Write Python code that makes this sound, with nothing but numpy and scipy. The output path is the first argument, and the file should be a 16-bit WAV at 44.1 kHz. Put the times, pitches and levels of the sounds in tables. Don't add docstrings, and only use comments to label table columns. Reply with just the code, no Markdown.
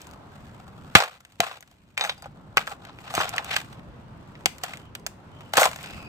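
import sys
import numpy as np
from scipy import signal
from scipy.fft import rfft, irfft
from scipy.io import wavfile
from scipy.ndimage import uniform_filter1d, minimum_filter1d

SR = 44100
rng = np.random.default_rng(int(sys.argv[2]) if len(sys.argv) > 2 else 0)


def attenuation_scalar(level_db):
    decades = np.asarray(level_db, float) / 20
    return 10 ** decades


def to_wav(s):
    ch = np.atleast_2d(s).T
    pcm = np.round(np.clip(ch, -1, 1) * 32767)
    wavfile.write(sys.argv[1], SR, pcm.astype(np.int16))


N = 268128


def evened(x):
    return x / np.sqrt(np.mean(x ** 2) + 1e-20)


def peaked(x, size):
    power = np.atleast_2d(x ** 2).mean(0)
    return x / np.sqrt(uniform_filter1d(power, size).max())


def read(points, hz):
    f, value = np.transpose(points)
    return np.interp(np.log(hz + 1), np.log(f + 1), value)


def add(mix, s, sound):
    part = mix[:, round(s * SR):][:, :sound.shape[-1]]
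    part += sound[..., :part.shape[1]]


def colour(x, gain):
    return irfft(rfft(x) * gain, x.shape[-1])


def lumps(size, width, depth_db):
    slow = uniform_filter1d(uniform_filter1d(rng.standard_normal(size), width), width)
    return attenuation_scalar(depth_db * evened(slow))


def grit(size, lumpy_db, own=1.0):
    shared, *apart = rng.standard_normal((3, size))
    unevenness = np.minimum(rng.exponential(1, size), 5)
    return (shared + own * np.array(apart)) * attenuation_scalar(lumpy_db * unevenness)


def ring(modes, spread_db, detune, spot_hz=None):
    hz, db, t60 = np.transpose(modes)[:, :, None]
    level_luck, pitch_luck = rng.standard_normal((2, len(modes), 1))
    t = np.arange(4000) / SR
    if spot_hz:
        octaves = np.log2(hz / spot_hz)
        db = db + 12 * np.exp(-(octaves / .25) ** 2)
    decay = attenuation_scalar(db + spread_db * level_luck - 60 * t / t60)
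    tone = (decay * np.sin(2 * np.pi * hz * (1 + detune * pitch_luck) * t)).sum(0)
    highpass = signal.butter(5, 0.85 * hz.min(), "high", fs=SR, output="sos")
    tone = signal.sosfilt(highpass, tone)
    return tone / np.linalg.norm(tone)


# frequency in Hz, relative level in dB per Hz.
YARD_SPECTRUM = [(15, -48), (25, -33.5), (64, -6.5), (127, -2), (162, -5.5), (224, -7.5), (440, -16),
                 (562, -15), (777, -19), (914, -16), (4890, -41), (16100, -63)]
# frequency in Hz, left-right correlation (no unit).
YARD_LIKENESS = [(60, 0.87), (240, 0.91), (950, 0.17), (3770, -0.07), (15000, 0.02)]
# time in seconds, gain in dB.
RUMBLE = [(0, -9), (.3, 1.5), (2.3, 3.5), (3.5, 1.5), (5, -0.5), (5.8, -1.5), (6.08, 6)]
YARD_DB, RUMBLE_HZ = -45.5, 280


def yard():
    frames, hz = N // 256 + 5, np.fft.rfftfreq(1024, 1 / SR)
    a, b, c, d, patches = rng.standard_normal((frames, 513, 5)).T
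    patches = evened(uniform_filter1d(uniform_filter1d(patches, 10, 0), 14, 1))
    t = np.arange(frames) * 256 / SR
    swell = evened(sum(np.sin(2 * np.pi * (f * t + rng.random())) / np.sqrt(f)
                       for f in np.geomspace(.3, 4, 20)))
    same = np.clip(read(YARD_LIKENESS, hz), -1, 1)[:, None]
    left = a + 1j * b
    right = same * left + np.sqrt(1 - same ** 2) * (c + 1j * d)
    spectra = np.array([left, right])
    spectra *= attenuation_scalar(read(YARD_SPECTRUM, hz)[:, None] + 1.2 * patches + .8 * swell)
    rumble_db = np.interp(t, *np.transpose(RUMBLE))
    spectra *= attenuation_scalar(rumble_db / (1 + (hz[:, None] / RUMBLE_HZ) ** 4))
    noise = signal.istft(spectra, nperseg=1024, noverlap=768)[1][:, :N]
    return attenuation_scalar(YARD_DB) * evened(noise)


# time in seconds, case drive in dB,
# brightness in dB.
RUSTLE = [(0.0, -53.5, 2.5), (0.2, -55, -12), (0.434, -56, -4), (0.743, -55, -8), (1.3, -52, 2),
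          (1.8, -61.5, 7), (2.4, -53.5, -11), (4.064, -61, -9), (4.8, -54.5, -3.5), (4.95, -85, 0),
          (5.14, -62, -10), (5.5, -58, -2), (6.08, -58, -16)]
RUSTLE_PANEL_DB, RUSTLE_GRIT_DB = 1, -3
# time in seconds, case drive in dB,
# panel above it in dB, grit above it in dB.
STROKES = [
    [(1.97, -47.5, 18, -3), (1.984, -34, 0, -9), (2.051, -26, -5, -5), (2.11, -31, 2, -8),
     (2.157, -67, 11, 12), (2.26, -56.5, 6.5, -7.5), (2.32, -68, 3.5, 1)],
    [(2.66, -49, -7, 4), (2.724, -37, -3.5, -10), (2.77, -62.5, -5, -7), (2.89, -43.5, -2.5, -17),
     (2.93, -54.5, 2, -7), (3.012, -52.5, -2, -4), (3.08, -40, 0, -11.5), (3.135, -40.5, 1, -0.5),
     (3.192, -26.5, 1.5, -6), (3.25, -32, -1.5, -9.5), (3.31, -47, 2, -9.5), (3.351, -30.5, -5.5, -14.5),
     (3.426, -43, -5, -13), (3.53, -40, 9, -1.5), (3.576, -37.5, 5, -1.5), (3.666, -64.5, 5, 2.5),
     (3.8, -62, 4.5, -5.5)],
    [(5.533, -41, 6.5, 8), (5.565, -29, 0, -9), (5.58, -26.5, 2.5, -3), (5.614, -19, -4, 0),
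     (5.653, -25, -1, -4.5), (5.675, -29.5, -5.5, -9.5), (5.7, -49, 7.5, 3.5), (5.775, -59, 9, 8),
     (5.856, -49.5, 8.5, 0), (6.079, -52.5, -7.5, -10)],
]
# start in seconds, length in seconds, case drive in dB,
# loss after a tenth of a second in dB, panel above the case in dB.
RATTLES = [(0.953, 0.208, -5.5, 19.5, 0.5), (1.413, 0.16, -13.5, 15.5, 0.5), (2.562, 0.062, -28, 22.5, 2.5),
           (4.459, 0.039, -52.5, 16, 15), (4.626, 0.13, -37, 12.5, 2)]
RATTLE_RISE_S, RATTLE_CURVE = 0.018, .7
SETTLE_DB_PER_S, RATTLE_GRIT_DB = 600, -7


def rubbing():
    t = np.arange(0, N, 32) / SR
    s, db, bright_db = np.transpose(RUSTLE)
    db, bright_db = np.interp(t, s, db), np.interp(t, s, bright_db)
    power = attenuation_scalar([db, db + RUSTLE_PANEL_DB + bright_db, db + RUSTLE_GRIT_DB + bright_db]) ** 2
    for stroke in STROKES:
        s, db, panel_db, grit_db = np.transpose(stroke)
        drives_db = (db, db + panel_db, db + grit_db)
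        power += attenuation_scalar([np.interp(t, s, v, -120, -120) for v in drives_db]) ** 2
    for start, length, db, fade_db, panel_db in RATTLES:
        age = (t - start).clip(0)
        fading_db = db - fade_db * (10 * age) ** RATTLE_CURVE
        fading_db -= SETTLE_DB_PER_S * (age - length).clip(0)
        shares = attenuation_scalar(np.array([[0], [panel_db], [panel_db + RATTLE_GRIT_DB]]))
        power += (shares * attenuation_scalar(fading_db) * np.minimum(age / RATTLE_RISE_S, 1)) ** 2
    return [np.interp(np.arange(N) / SR, t, gain) for gain in np.sqrt(power)]


# frequency in Hz, relative level in dB,
# decay by 60 dB in seconds.
CASE = [(580, -13, 0.014), (728, -5, 0.034), (799, -1, 0.036), (868.5, 0, 0.021), (1042.5, -1.5, 0.041),
        (1194, -3.5, 0.022), (1300, -8, 0.028), (1349, 8.5, 0.0057)]
# frequency in Hz, relative level in dB,
# decay by 60 dB in seconds.
PANEL = [(1707, -13, 0.023), (2055, -8.5, 0.01), (2436, 5, 0.0038), (2914, -6, 0.0062),
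         (3352, -3.5, 0.0032), (3740, -9, 0.0019), (4900, -9, 0.0012)]
# frequency in Hz, relative level in dB per Hz.
CRACK = [(2530, -29.5), (4300, -4), (5420, -5), (8120, 0), (10000, -10), (12000, -10.5), (15100, -7.5),
         (16100, -22.5)]


def drag():
    case_gain, panel_gain, grit_gain = rubbing()
    contacts = evened(grit(N, 2.5, own=1.2) * lumps(N, width=180, depth_db=3.8))
    jumps = rng.random(N) < 200 / SR
    spot = (np.cumsum(jumps) * 5) % 8
    out = evened(colour(contacts, attenuation_scalar(read(CRACK, np.fft.rfftfreq(N, 1 / SR))))) * grit_gain
    alike = evened(contacts + contacts.mean(0))
    for modes, pushed in ((CASE, alike * case_gain), (PANEL, contacts * panel_gain)):
        for k in range(8):
            out += signal.oaconvolve(pushed * (spot == k), ring(modes, 3., .05)[None], axes=1)[:, :N]
    return out


def slide(length, hz, db, second_db):
    size = round(length * SR)
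    push = grit(size, 0.85) * lumps(size, width=300, depth_db=-2.0)
    r = np.exp(-np.pi * 320 / SR)
    turns = np.cumsum(hz * (1 - .06 * np.arange(size) / size)) / SR

    def partial(ratio):
        turn = np.exp(2j * np.pi * ratio * turns)
        return evened((turn * signal.lfilter([1], [1, -2 * r, r * r], push / turn)).real)

    both = partial(1) + attenuation_scalar(second_db) * partial(1.9)
    return attenuation_scalar(db) * both * signal.windows.tukey(size, .4)


# start in seconds, end in seconds,
# starting pitch in Hz, level of the first partial in dB, second partial relative to it in dB.
SLIDES = [(4.65, 4.93, 3200, -63, -20), (5.3, 5.54, 3100, -61, -20), (5.82, 6.14, 2660, -49, -10)]


def slides(near):
    for s, end, *how in SLIDES:
        add(near, s, slide(end - s, *how))


# frequency in Hz, relative level in dB, decay by 60 dB in seconds.
STEEL = [(2380, 0, .05), (3720, 0, .07), (4800, -8, .08), (6300, -7, .045), (7900, -6, .05),
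         (10980, -12, .05)]
# time in seconds, level in dB, pitch favoured by the spot struck in Hz.
CLINKS = [(1.978, -13, 2380), (1.995, -25, 2400), (2.010, -8.5, 3700), (2.022, -18, 3700),
          (2.038, -17.5, 6300), (2.058, -27.5, 6300), (2.094, -16, 3700), (2.178, -42.5, 4820),
          (2.222, -39, 4950), (3.151, -26.5, 6300), (3.192, -31, 6300)]


def clinks(near):
    for s, db, spot_hz in CLINKS:
        add(near, s, attenuation_scalar(db) * peaked(ring(STEEL, 2., .006, spot_hz), size=100))


# frequency in Hz, relative level in dB, decay by 60 dB in seconds.
SLAB = [(95, -11, .1), (132, -5, 0.12), (190, -1, 0.08), (302, 7, 0.03), (402, -1, .02)]
# time in seconds, level in dB.
THUMPS = [(0.952, -10), (1.399, -12), (2.57, -31), (3.178, -27), (4.458, -30.5), (5.579, -29.5)]


def thumps(near):
    for s, db in THUMPS:
        shaken = np.array([ring(SLAB, 1., .1) for port in "LR"])
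        add(near, s, attenuation_scalar(db) * peaked(shaken, size=400))


SNAP_T60, KNOCK_T60 = .03, 0.052


def hit(panel_db, case_db, crack_db, spot_hz):
    t = np.arange(8192) / SR
    case_share = 1 / (1 + attenuation_scalar(-case_db))
    t60 = SNAP_T60 + (KNOCK_T60 - SNAP_T60) * case_share
    burst = grit(len(t), 2.) * lumps(len(t), width=60, depth_db=3.) * attenuation_scalar(-60 * t / t60)
    burst[:, 4:7] += 9 * rng.choice([-1, 1]) * np.hanning(5)[1:4]
    case = signal.fftconvolve(burst.mean(0), ring(CASE, 2., .03, spot_hz))[:len(t)]
    panel = signal.fftconvolve(burst, ring(PANEL, 2., .03, spot_hz)[None], axes=1)[:, :len(t)]
    crack_gain = attenuation_scalar(read(CRACK, np.fft.rfftfreq(len(t), 1 / SR)))
    crack = colour(burst * attenuation_scalar(-30 * t / t60), crack_gain)
    sound = peaked(panel, size=60)
    sound = sound + attenuation_scalar(case_db) * peaked(case, size=110)
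    sound = sound + attenuation_scalar(crack_db) * peaked(crack, size=40)
    return attenuation_scalar(panel_db) * sound[:, :6000]


# time in seconds, panel level in dB, case relative to it in dB,
# crack relative to it in dB, pitch favoured by the spot struck in Hz.
HITS = [(0.0165, -50, -28, 12, 4530), (0.0696, -45.5, -3, 5.5, 1020), (0.1119, -49, -8, 7, 574),
        (0.1361, -44.5, -16, -0.5, 1450), (0.9516, 10.5, -10.5, -10.5, 1890),
        (1.003, -3, -2.5, -25.5, 1400), (1.023, -7, 2, -6.5, 1050), (1.035, -17, 7.5, -33, 1300),
        (1.047, -15, -1, -24, 1630), (1.06, -18.5, -8.5, -7.5, 1060), (1.077, -23, 0, -16, 1300),
        (1.205, -35, 1.5, 5.5, 1390), (1.2504, -24, -15, -0.5, 1980), (1.3215, -37.5, -6, 3, 3770),
        (1.4032, 4.5, -4, -1, 703), (1.434, -14, 4.5, -43, 1074), (1.467, -12.5, -5.5, -7.5, 726),
        (1.5004, -31, -13, -14, 2600), (1.513, -16.5, -2, -16, 1210), (1.5549, -30, -6, -18, 710),
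        (1.6071, -33, -7, 7, 2140), (1.626, -27, -11.5, -2, 1776), (1.676, -39.5, -4, 3.5, 870),
        (1.713, -42, -1, 6, 808), (1.971, -23, -14, -12, 2360), (1.9768, -3, -13, -7, 2510),
        (1.995, -17, -2, -6, 2440), (2.0098, -2, -10.5, -14, 3400), (2.023, -16.5, 1, -14.5, 2030),
        (2.0387, -8, -7.5, -12, 2250), (2.049, -7.5, -8, -23.5, 785), (2.06, -23.5, -1.5, -8, 2069),
        (2.073, -28.5, -7.5, -15, 1080), (2.095, -4.5, -11, -29, 3600), (2.119, -28, -1, -11, 846),
        (2.179, -47.5, 9.5, 7.5, 850), (2.2229, -44, 12.5, 14.5, 903), (2.242, -34, -1.5, -20.5, 830),
        (2.258, -37.5, 12, -0.5, 744), (2.5711, -5, -1, -5.5, 1350), (2.67, -30.5, -10, 0, 2500),
        (2.675, -20.5, 0.5, -11, 1320), (2.7113, -37, 4, -9.5, 1250), (2.851, -35, -26, -2, 873),
        (2.8729, -44, -17, -2.5, 1260), (2.9871, -34, -4.5, -20, 2520), (3.116, -46, 7, 5, 724),
        (3.1394, -29.5, 7, 1.5, 774), (3.151, -19.5, -18.5, 3, 860), (3.1783, -19, 5, -10.5, 1090),
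        (3.202, -24.5, 6.5, -10, 1300), (3.2922, -31.5, -9, 9, 2550), (3.364, -30, -15.5, 5, 2870),
        (3.3812, -14, -37, -9.5, 2670), (3.4452, -37, -8.5, 6, 860), (3.5643, -12, -16, -5.5, 1800),
        (4.3535, -39.5, -26, -15.5, 1960), (4.458, -9, -13, 1.5, 3570), (4.583, -46.5, -27, 8.5, 2110),
        (4.636, -27, -4, 6, 670), (4.7357, -28, -16, -6.5, 1930), (4.772, -36.5, -19, 0.5, 2220),
        (4.9513, -29.5, -17.5, 2, 3750), (4.997, -60, -15, 11, 4000), (5.0647, -24, -9, 6.5, 1863),
        (5.4076, -39.5, -4.5, -6, 710), (5.5363, -19.5, -1.5, -2, 720), (5.5702, -12, -5, 3, 1620),
        (5.579, -21, 11.5, 4.5, 730), (5.6, -24, 2.5, -3, 706), (5.618, -19, 9.5, 3, 750),
        (5.631, -11.5, -9, -1, 2100), (5.655, -16.5, 4, 3, 1080), (5.7137, -35, -1.5, 1, 855),
        (5.732, -30.5, -5, -4, 1080), (5.76, -33.5, -7, -0.5, 800), (5.7882, -36, -6, -15, 1910),
        (5.8299, -55, 7, 20.5, 2200), (5.8605, -44.5, 2, 5, 3500), (5.907, -41, -25, 0.5, 3450)]


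def hits(near):
    for s, *how in HITS:
        add(near, s, hit(*how))


# frequency in Hz, left minus right in dB.
PORTS = [(60, -2.5), (240, -1.0), (950, 2.0), (3770, 0.5), (15000, 0.5)]
LEFT_LAG = 7


def ports(x):
    t, slots = np.arange(8000) / SR, np.arange(60, 7980, 20)
    times = slots + rng.integers(0, 20, (2, len(slots)))
    signs = rng.choice([-1., 1.], (2, len(slots)))
    echo = np.zeros((2, len(t)))
    np.put_along_axis(echo, times, signs, 1)
    echo *= attenuation_scalar(-60 * t / .27)
    path = attenuation_scalar(-18) * echo / np.linalg.norm(echo[0])
    path[0, LEFT_LAG] += 1
    path[1, 0] += 1
    tilt_db = read(PORTS, np.fft.rfftfreq(N, 1 / SR)) * np.array([[.5], [-.5]])
    return colour(signal.oaconvolve(x, path, axes=1)[:, :N], attenuation_scalar(tilt_db))


def scene():
    near = np.zeros((2, N))
    hits(near)
    thumps(near)
    clinks(near)
    slides(near)
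    return ports(near + drag()) + yard()


def roll_off(x):
    return signal.sosfilt(signal.butter(12, 16250, fs=SR, output="sos"), x)


def record(dry):
    power_db = 10 * np.log10(abs(uniform_filter1d((dry ** 2).mean(0), 300)) + 1e-12)
    hold = round(.45 * SR) // 2
    held_db = np.roll(-minimum_filter1d(-power_db, size=2 * hold + 1), hold + 300)
    held_db[:hold + 300] = -99
    fall = np.arange(N) * 20. / SR
    falling_db = np.maximum.accumulate(held_db + fall) - fall
    over_db = np.maximum(falling_db + 11.0, 0)
    lag = np.exp(-1 / (0.039 * SR))
    smooth_over_db = signal.lfilter([1 - lag], [1, -lag], over_db)
    clipped = np.clip(dry / attenuation_scalar(1.034 * smooth_over_db), -.95, .95)
    lowpass = signal.firwin(255, 16300, fs=SR)[None]
    limited = signal.oaconvolve(clipped, lowpass, "same", axes=1)
    return roll_off(limited)


dry = scene()
out = record(dry)
to_wav(out)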